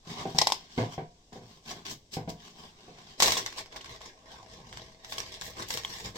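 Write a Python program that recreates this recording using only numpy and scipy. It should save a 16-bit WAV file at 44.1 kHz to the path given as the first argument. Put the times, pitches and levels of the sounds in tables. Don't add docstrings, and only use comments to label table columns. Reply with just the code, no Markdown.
import sys
import numpy as np
from scipy import signal
from scipy.fft import rfft, irfft
from scipy.io import wavfile
from scipy.ndimage import uniform_filter1d

SR = 44100
rng = np.random.default_rng(int(sys.argv[2]) if len(sys.argv) > 2 else 0)


def file_out(sig):
    cols = np.atleast_2d(sig).T
    lim = np.clip(cols, -1, 1)
    pcm = np.round(lim * 32767).astype(np.int16)
    wavfile.write(sys.argv[1], SR, pcm)


N = 272097
TIME_S = np.arange(N) / SR
SCENE_CHANGE_S = 3.18

# t/s, level/dB, hardness cutoff/Hz, tray boom/dB, hollow note/dB, clack/dB
POT_KNOCKS = [(0.07, -46.5, 497, -8, -17, -25), (0.2544, -30.5, 870, -21, -1.5, -17),
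              (0.3476, -35, 900, -26, -0.5, -19), (.777, -28, 1210, -17, -17, -4),
              (.784, -24, 640, -4.5, -15, -23), (0.9793, -31.5, 1510, -20, -2.5, -15.5),
              (1.323, -47.5, 890, -20, -15, -14), (1.357, -43, 495, -16, -9, -27),
              (1.414, -51.5, 407, -1, -12, -8), (1.722, -46, 497, -17, -8, -4),
              (2.1684, -31, 645, -12.5, -1.5, -16.5), (2.276, -33.5, 556, -26, -15, -14.5),
              (2.882, -47, 600, -30, -20, -20)]
# f/Hz, level/dB, t60/s
TRAY_MODES = [(118, -23, 0.17), (159.7, 0, 0.32), (176.8, 6, 0.19), (216, -4, 0.26), (243, 3, 0.15),
              (267.4, -4, 0.33), (322, 5.5, 0.12), (386, 4.5, 0.13), (446, 0, 0.35), (500, 3.5, 0.18),
              (651, 1, 0.18), (720, -3.5, 0.34), (705, 3.5, 0.39), (966, -0.5, 0.4), (1580, -4, .13)]
# peak t/s, rise/s, fall/s, rasp/dB, shudder/dB, fizz offset/dB
POT_SLIDES = [(0.108, 0.04, 0.065, -43.5, -43.5, -18), (0.197, 0.027, 0.045, -39, -37, -47),
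              (.312, 0.056, 0.026, -48, -49, -16), (.371, 0.023, 0.053, -43.5, -41, -9),
              (0.46, 0.04, 0.21, -49, -53, -34), (.745, 0.038, 0.071, -50, -59.5, -25),
              (0.784, 0.016, 0.097, -44, -45, -47), (.936, 0.032, 0.022, -47.5, -48.5, -13.5),
              (1.331, 0.0045, 0.052, -51.5, -48, -23), (1.523, 0.11, 0.075, -59, -57.5, -12),
              (1.713, 0.044, 0.02, -39.5, -41.5, -14.5), (1.77, 0.039, 0.062, -53.5, -50, -17),
              (1.855, 0.0035, 0.061, -38.5, -46.5, -19), (1.912, 0.018, 0.02, -47, -42, 1.5),
              (2.146, 0.02, 0.023, -41.5, -49.5, -4), (2.301, 0.0097, 0.005, -45, -47, 0.5),
              (2.471, 0.08, 0.049, -50, -55.5, -21), (2.621, 0.073, 0.088, -52.5, -52, -15.5),
              (2.83, 0.09, 0.22, -56.5, -57.5, -38), (2.99, 0.024, 0.079, -53, -54, -29),
              (3.11, 0.058, 0.048, -51.5, -54.5, -37)]
# f/Hz, level/dB
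WALL_THUD = [(50, -14.5), (130, 2.5), (400, -0.5), (800, 1.5), (1100, -0.5), (2000, -6), (5000, -18),
             (12000, -37.5)]
RIM_CLACK = [(700, -24), (1400, 1.5), (1650, 7), (1850, -13), (2100, 5.5), (2600, -5), (9000, -24.5)]
WALL_RASP = [(500, -57.5), (1100, -6), (2000, 6.5), (3500, 6.5), (5500, 5), (8000, -1.5), (11000, -9.5),
             (16000, -15.5)]
FIBRE_FIZZ = [(2000, -25.5), (5000, -4), (8000, -7), (16000, -16.5)]
STACK_SHUDDER = [(50, -30.5), (110, -8), (185, -3.5), (300, -13.5), (400, -7.5), (550, -18.5), (750, -7),
                 (880, -12), (1100, -7.5), (1600, -16), (3000, -51)]
# t/s, level/dB, ring f/Hz, ring/dB, pop/dB, crack time constant/s
FOIL_CREASES = [(.3828, -25, 5600, -6, -11, 0.0011), (.3857, -13.5, 5520, -9, -13, 0.00037),
                (.3878, -17, 5630, -1.5, -18, 0.00042), (.4143, -15.5, 5210, -5, -7.5, 0.0018),
                (.4200, -19.5, 5150, 2, 3, 0.0012), (.4706, -15.5, 5000, -6, -4.5, 0.0006),
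                (.5008, -29.5, 3250, -12, 1, 0.00062), (.5208, -18, 3420, -11.5, -4, 0.00063)]
# f/Hz, level/dB
FOIL_CRACK = [(200, -23), (450, -22), (750, -15), (1100, -14.5), (2100, -4), (3300, -5), (5300, 0),
              (8000, -7), (11000, -9.5), (16000, -25)]
# t/s, half width/s, level/dB, low spectral peak f/Hz
ARM_BUMPS = [(2.273, 0.085, -45.5, 54), (4.699, 0.19, -53, 67.4), (6.055, 0.016, -42.5, 71)]
# f/Hz, level/dB
SOFT_RUMBLE = [(15, -16), (35, -8.5), (55, 3), (80, 0), (120, 3), (200, -5), (400, -52)]
# peak t/s, rise/s, fall/s, crinkle/dB, flap/dB, pushed air/dB
BAG_MOTION = [(3.25, 0.041, 0.13, -25.5, -31.5, -45), (3.5, 0.03, 0.1, -45.5, -62, -74),
              (3.6, 0.036, 0.016, -36.5, -41.5, -58), (3.77, 0.057, 0.02, -51, -46, -55.5),
              (3.92, 0.072, 0.056, -44, -46.5, -53.5), (4.06, 0.053, 0.041, -45.5, -50, -59),
              (4.32, 0.066, 0.11, -50.5, -48, -58.5), (4.54, 0.078, 0.063, -49, -51.5, -58.5),
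              (4.76, 0.14, 0.17, -50, -53, -56.5), (5.17, 0.1, 0.21, -43, -47, -58.5),
              (5.35, 0.038, 0.024, -43.5, -55, -66), (5.46, 0.05, 0.086, -43.5, -49, -52.5),
              (5.61, 0.048, 0.026, -39.5, -38, -48), (5.73, 0.063, 0.13, -39.5, -48, -53),
              (5.95, 0.086, 0.09, -39, -50.5, -55), (6.07, 0.046, 0.026, -39.5, -40.5, -46),
              (6.168, 0.025, .03, -40.5, -41, -61)]
# t/s, level/dB, ring f/Hz, ring/dB, crack time constant/s
BAG_CREASES = [(3.2011, -19, 5310, -11, 0.0013), (3.208, -26, 3980, -4, .0008),
               (3.2226, -15, 6230, -14, 0.00063), (3.228, -17.5, 6200, -13, 0.0022),
               (3.2625, -28, 4500, -6, 0.00072), (3.281, -22, 5400, -6, 0.00044),
               (3.306, -26, 4830, -2, 0.00077), (3.3195, -22.5, 5220, -13, 0.001),
               (3.369, -23, 3500, -8.5, 0.0058), (3.4619, -28, 5960, -10, 0.00058),
               (3.477, -40, 1990, 11, .002), (3.525, -40, 1650, -5, 0.0017),
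               (3.580, -32.5, 4720, -7, 0.0036), (3.591, -47, 2240, -10, 0.0033),
               (3.659, -45.5, 2110, -9, 0.00089), (3.7236, -43.5, 3000, -16, 0.0019),
               (3.76, -36, 2220, -8, 0.0027), (3.766, -39, 1710, -1, 0.0017),
               (3.809, -40.5, 2970, -5, 0.003), (3.8437, -40.5, 3080, -18, 0.001),
               (3.86, -45.5, 2200, -4, 0.001), (4.012, -40.5, 1060, -5, 0.0044),
               (4.727, -39.5, 3480, -29, 0.00049), (4.772, -37, 3080, -10, 0.00083),
               (4.797, -48, 3180, 4, 0.0017), (5.0462, -39.5, 4950, -17, 0.00097),
               (5.1218, -31.5, 4770, -13, 0.0019), (5.1812, -28.5, 3200, -5.5, 0.0017),
               (5.2026, -31, 5640, 1, 0.00069), (5.4119, -34, 7750, -13, 0.00044),
               (5.419, -35.5, 1600, 1.5, 0.0016), (5.582, -40, 3210, -13, 0.0015),
               (5.6212, -33, 4100, -7, 0.0027), (5.7039, -27.5, 5630, -18, 0.0015),
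               (5.739, -31, 5240, -6.5, 0.001), (5.7739, -28.5, 3200, -9.5, 0.00024),
               (5.8483, -29, 3220, 10, 0.0009), (5.8486, -36, 2180, 2, 0.001),
               (6.059, -41, 5900, -20, 0.00065)]
# peak t/s, rise/s, fall/s, level/dB
BAG_SLIDES = [(5.125, 0.063, .022, -51), (5.18, 0.027, .028, -58), (5.45, 0.036, 0.058, -48.5),
              (5.71, 0.033, 0.023, -44.5), (5.74, 0.004, 0.0041, -34), (5.96, 0.18, 0.14, -56)]
# f/Hz, level/dB
BAG_CRINKLE = [(300, -13), (700, -7), (1100, 3.5), (1700, 2.5), (3200, -2), (5400, -2), (8000, -9.5),
               (11000, -18.5), (16000, -28)]
BAG_FLAP = [(100, -28), (230, -5.5), (380, -3.5), (600, -4), (800, -1.5), (1100, 2), (1600, 1),
            (3000, -53.5)]
FILM_HISS = [(1000, -40), (3000, -5), (7000, -1.5), (10500, -6.5), (16000, -10)]
# f/Hz, level/dB
ROOM_AIR = [(20, 8), (120, -2.5), (450, -8.5), (700, -12), (1500, -36), (5500, -13), (8000, -13.5),
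            (16000, -35.5)]
# f/Hz, t60/s
ROOM_T60 = [(100, 0.38), (300, 0.28), (800, 0.13), (2000, 0.19), (5000, 0.2), (9000, 0.14), (16000, 0.24)]
# f/Hz, left-right correlation
MIC_CORRELATION = [(100, 0.99), (300, 0.97), (700, 0.82), (1200, -0.37), (2000, -0.36), (5000, 0.015),
                   (16000, -0.072)]
# f/Hz, level/dB
MIC_RESPONSE = [(950, 0.5), (1110, 1), (1300, -11.5), (1480, -5), (1700, -4), (2130, -1), (2500, -4),
                (3350, 2.5), (4300, -0.5), (5400, 0), (6700, -3.5), (8100, -4.5), (9400, -16), (10500, -14),
                (12500, -7.5)]
MIC_BALANCE = [(250, 0.5), (1000, 0), (2000, -2.8), (4500, 1), (8000, 0.5), (12000, -1)]


def amp(db):
    return 10 ** (np.asarray(db) / 20)


def unit(x):
    return x / np.sqrt(np.mean(x ** 2) + 1e-20)


def with_energy(x, energy):
    return unit(x) * np.sqrt(energy / x.shape[-1])


def lookup(table, hz):
    table_hz, value = np.transpose(table)
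    return np.interp(np.log(hz + 1), np.log(table_hz + 1), value)


def add(mix, at_s, sound):
    part = mix[:, max(round(at_s * SR), 0):][:, :sound.shape[1]]
    part += sound[:, :part.shape[1]]


def colour(x, spectrum, size=4096):
    log_gain = np.log(amp(lookup(spectrum, abs(np.fft.fftfreq(size, 1 / SR)))))
    taps = np.fft.ifft(np.exp(np.conj(signal.hilbert(log_gain)))).real[:size // 2]
    return signal.fftconvolve(x, taps[None], axes=1)[:, :x.shape[1]]


def stereo_angle(hz):
    return np.arccos(np.clip(lookup(MIC_CORRELATION, hz), -1, 1)) / 2


def noise(size):
    z = rfft(rng.standard_normal((2, size)))
    angle = stereo_angle(np.fft.rfftfreq(size, 1 / SR))
    mid, side = z[0] * np.cos(angle), z[1] * np.sin(angle)
    return irfft(np.array([mid + side, mid - side]), size)


def grains(per_s, spread_db, grain_s, bed):
    power = amp(spread_db * np.minimum(rng.exponential(1, N), 4)) ** 2
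    power *= rng.random(N) < per_s / SR
    power = signal.lfilter([1], [1, -np.exp(-1 / (grain_s * SR))], power)
    power /= uniform_filter1d(power, size=4000) + 1e-9
    return noise(N) * np.sqrt(abs(power) + bed)


def patchy(x, depth_db):
    z = signal.stft(x, SR, nperseg=512)[2]
    field = uniform_filter1d(rng.standard_normal(z.shape[1:]), size=4, axis=0)
    field = uniform_filter1d(field, size=6, axis=1)
    return signal.istft(z * amp(depth_db * unit(field)), SR, nperseg=512)[1][:, :N]


def swell(peak_s, rise_s, fall_s):
    width_s = np.where(TIME_S < peak_s, rise_s, fall_s)
    return np.exp(-np.minimum(((TIME_S - peak_s) / width_s) ** 2, 20))


def motion(moves, held, column, rest_db, trim_db):
    power = sum((amp(row[column]) * swell(*row[:3])) ** 2 for row in moves)
    return amp(trim_db) * np.sqrt(power + amp(rest_db) ** 2 * held)


def pot_knocks(thud_s=0.035, push_hz=205, push_s=0.0022, hollow_hz=770, hollow_s=0.019, clack_s=0.032):
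    out, t = np.zeros((2, N)), np.arange(SR // 2) / SR
    mode_hz, mode_db, t60_s = np.transpose(TRAY_MODES)[:, :, None]
    angle = stereo_angle(mode_hz)
    for at_s, level_db, cutoff_hz, boom_db, hollow_db, clack_db in POT_KNOCKS:
        phase = rng.uniform(0, 2 * np.pi, mode_hz.shape)
        phase = phase + np.array([angle, -angle]) * rng.choice([-1, 1], mode_hz.shape)
        spot_db = 2 * rng.standard_normal(mode_hz.shape)
        modes = amp(mode_db + spot_db - 60 * t / t60_s) * np.sin(2 * np.pi * mode_hz * t + phase)
        thud = unit(colour(noise(len(t)) * np.exp(-t / thud_s), WALL_THUD))
        push = unit(t * np.exp(-t / push_s) * np.sin(2 * np.pi * push_hz * t))
        hollow = unit(np.exp(-t / hollow_s) * np.sin(2 * np.pi * hollow_hz * t))
        clack = unit(colour(noise(len(t)) * np.exp(-t / clack_s), RIM_CLACK))
        blow = amp(-1) * unit(modes.sum(1)) + amp(-4) * thud + amp(-6) * push + amp(hollow_db) * hollow
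        blow = unit(signal.lfilter(*signal.butter(1, cutoff_hz, fs=SR), blow))
        blow = with_energy(blow + amp(clack_db) * clack, 700)
        add(out, at_s, amp(level_db) * (blow + amp(boom_db) * tray_boom(t)))
    return out


def tray_boom(t, hz=116, rise_s=0.03, chatter_db=-9):
    swing = np.sin(2 * np.pi * hz * t)
    crests = np.maximum(swing, 0) ** 8
    chatter = unit(colour(noise(len(t)) * crests, WALL_THUD))
    envelope = (t / rise_s * np.exp(1 - t / rise_s)) ** 2
    return envelope * (swing + amp(chatter_db) * chatter)


def pot_slides(fizz_trim_db=6, sway_db=-13.5):
    held = TIME_S < SCENE_CHANGE_S
    rasp_gain = motion(POT_SLIDES, held, column=3, rest_db=-68.5, trim_db=-2)
    shudder_gain = motion(POT_SLIDES, held, column=4, rest_db=-70, trim_db=-2)
    fizz_gain = sum(amp(rasp_db + fizz_db + fizz_trim_db) * swell(*timing_s)
                    for *timing_s, rasp_db, _, fizz_db in POT_SLIDES)
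    slips = patchy(grains(per_s=1400, spread_db=4, grain_s=0.0008, bed=0.78), depth_db=2.3)
    hiss = rasp_gain * unit(colour(slips, WALL_RASP)) + fizz_gain * unit(colour(slips, FIBRE_FIZZ))
    shudder = unit(colour(slips, STACK_SHUDDER)) + amp(sway_db) * rumble()
    return hiss * amp([[0.8], [-0.8]]) + shudder_gain * shudder


def rumble():
    return unit(colour(noise(N), SOFT_RUMBLE))


def snaps(rows, spectrum, ring_s, nominal_pop_hz, pop_s, scatter_db, scatter_s, wet_db):
    cracks, rings, t = np.zeros((2, N)), np.zeros((2, N)), np.arange(3072) / SR
    for at_s, level_db, ring_hz, ring_db, pop_db, crack_s in rows:
        scatter = amp(scatter_db) * unit(np.exp(-t / scatter_s) * (t > crack_s))
        envelope = unit(t * np.exp(-t / crack_s)) + scatter
        crack = unit(colour(noise(len(t)) * envelope, spectrum))
        ring_phase = 2 * np.pi * (ring_hz * t + rng.uniform(0, 0.2, (2, 1)))
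        ring = amp(ring_db) * unit(t * np.exp(-t / ring_s) * np.sin(ring_phase))
        pop_hz = nominal_pop_hz * rng.uniform(0.78, 1.127)
        pop = amp(pop_db) * unit(t * np.exp(-t / pop_s) * np.sin(2 * np.pi * pop_hz * t))
        energy = np.sum((crack + ring + pop) ** 2, axis=1).mean()
        gain = amp(level_db) * np.sqrt(190 / energy)
        add(cracks, at_s, gain * (crack + pop))
        add(rings, at_s, gain * ring)
    return kitchen(cracks, wet_db) + kitchen(rings, wet_db=-15)


def foil_snaps():
    return snaps(FOIL_CREASES, FOIL_CRACK, ring_s=0.00075, nominal_pop_hz=849, pop_s=0.00076,
                 scatter_db=9, scatter_s=0.0045, wet_db=-6)


def arm_bumps(trim_db=-3):
    out, t = np.zeros((2, N)), np.arange(SR) / SR - 0.5
    for at_s, half_s, level_db, peak_hz in ARM_BUMPS:
        spectrum = np.array(SOFT_RUMBLE) * [peak_hz / 55, 1]
        thump = unit(colour(noise(len(t)), spectrum))
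        envelope = np.exp(-np.minimum((t / half_s) ** 2, 20))
        add(out, at_s - 0.5, amp(level_db + trim_db) * thump * envelope)
    return out


def bag_rustle():
    held = TIME_S > SCENE_CHANGE_S
    crinkle_gain = motion(BAG_MOTION, held, column=3, rest_db=-60, trim_db=-3)
    flap_gain = motion(BAG_MOTION, held, column=4, rest_db=-59.5, trim_db=-2)
    air_gain = motion(BAG_MOTION, held, column=5, rest_db=-74, trim_db=-2)
    ticks = patchy(grains(per_s=310, spread_db=4, grain_s=0.0016, bed=0.59), depth_db=3.3)
    crinkle, flap = unit(colour(ticks, BAG_CRINKLE)), unit(colour(ticks, BAG_FLAP))
    return crinkle_gain * crinkle + flap_gain * flap + air_gain * rumble()


def bag_snaps(ref_pop_db=-8.5, ref_hz=3430, ref_level_db=-22.5):
    rows = []
    for at_s, level_db, ring_hz, ring_db, crack_s in BAG_CREASES:
        pop_db = ref_pop_db - 5 * np.log2(ring_hz / ref_hz) + 0.33 * (level_db - ref_level_db)
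        rows.append((at_s, level_db, ring_hz, ring_db, pop_db, crack_s))
    return snaps(rows, BAG_CRINKLE, ring_s=0.0008, nominal_pop_hz=980, pop_s=0.00053,
                 scatter_db=-1, scatter_s=0.0098, wet_db=-3)


def sharpen_creases(x, treble_db=18, treble_hz=8520, knee_db=-31):
    force = np.sqrt(abs(uniform_filter1d((x ** 2).mean(0), size=800)))
    treble = signal.sosfiltfilt(signal.butter(2, treble_hz, "high", fs=SR, output="sos"), x)
    return x + amp(treble_db) * treble * force / (force + amp(knee_db))


def film_hiss():
    slips = grains(per_s=1000, spread_db=6.5, grain_s=0.0011, bed=0.4)
    gain = sum(amp(level_db) * swell(*timing_s) for *timing_s, level_db in BAG_SLIDES)
    return gain * unit(colour(slips, FILM_HISS))


def kitchen(x, wet_db, predelay_s=0.003):
    size = SR // 2
    hz, frame_s, z = signal.stft(noise(size), SR, nperseg=256)
    decay = amp(-60 * frame_s / lookup(ROOM_T60, hz)[:, None])
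    tail = signal.istft(z * decay, SR, nperseg=256)[1][:, :size]
    tail *= np.arange(size) / SR > predelay_s
    return x + amp(wet_db) * signal.fftconvolve(x, with_energy(tail, 1), axes=1)[:, :N]


def scene():
    foil = foil_snaps() * amp([[1], [-1]])
    bag = kitchen(bag_rustle() + film_hiss(), wet_db=-2.5) + bag_snaps()
    bag = sharpen_creases(bag) * amp([[0.4], [-0.4]])
    pots = kitchen(pot_knocks(), wet_db=-7) + kitchen(pot_slides(), wet_db=-4.5)
    air = amp(-60.5 - 2) * unit(colour(noise(N), ROOM_AIR))
    return pots + foil + bag + air + arm_bumps()


def record(dry):
    lean_db = lookup(MIC_BALANCE, np.fft.rfftfreq(N, 1 / SR)) / 2
    heard = irfft(rfft(colour(dry, MIC_RESPONSE)) * amp([lean_db, -lean_db]), N)
    lowpass = signal.firwin(401, cutoff=16100, window=("kaiser", 9), fs=SR)
    return signal.oaconvolve(heard, lowpass[None], "same")


dry = scene()
out = record(dry)
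file_out(out)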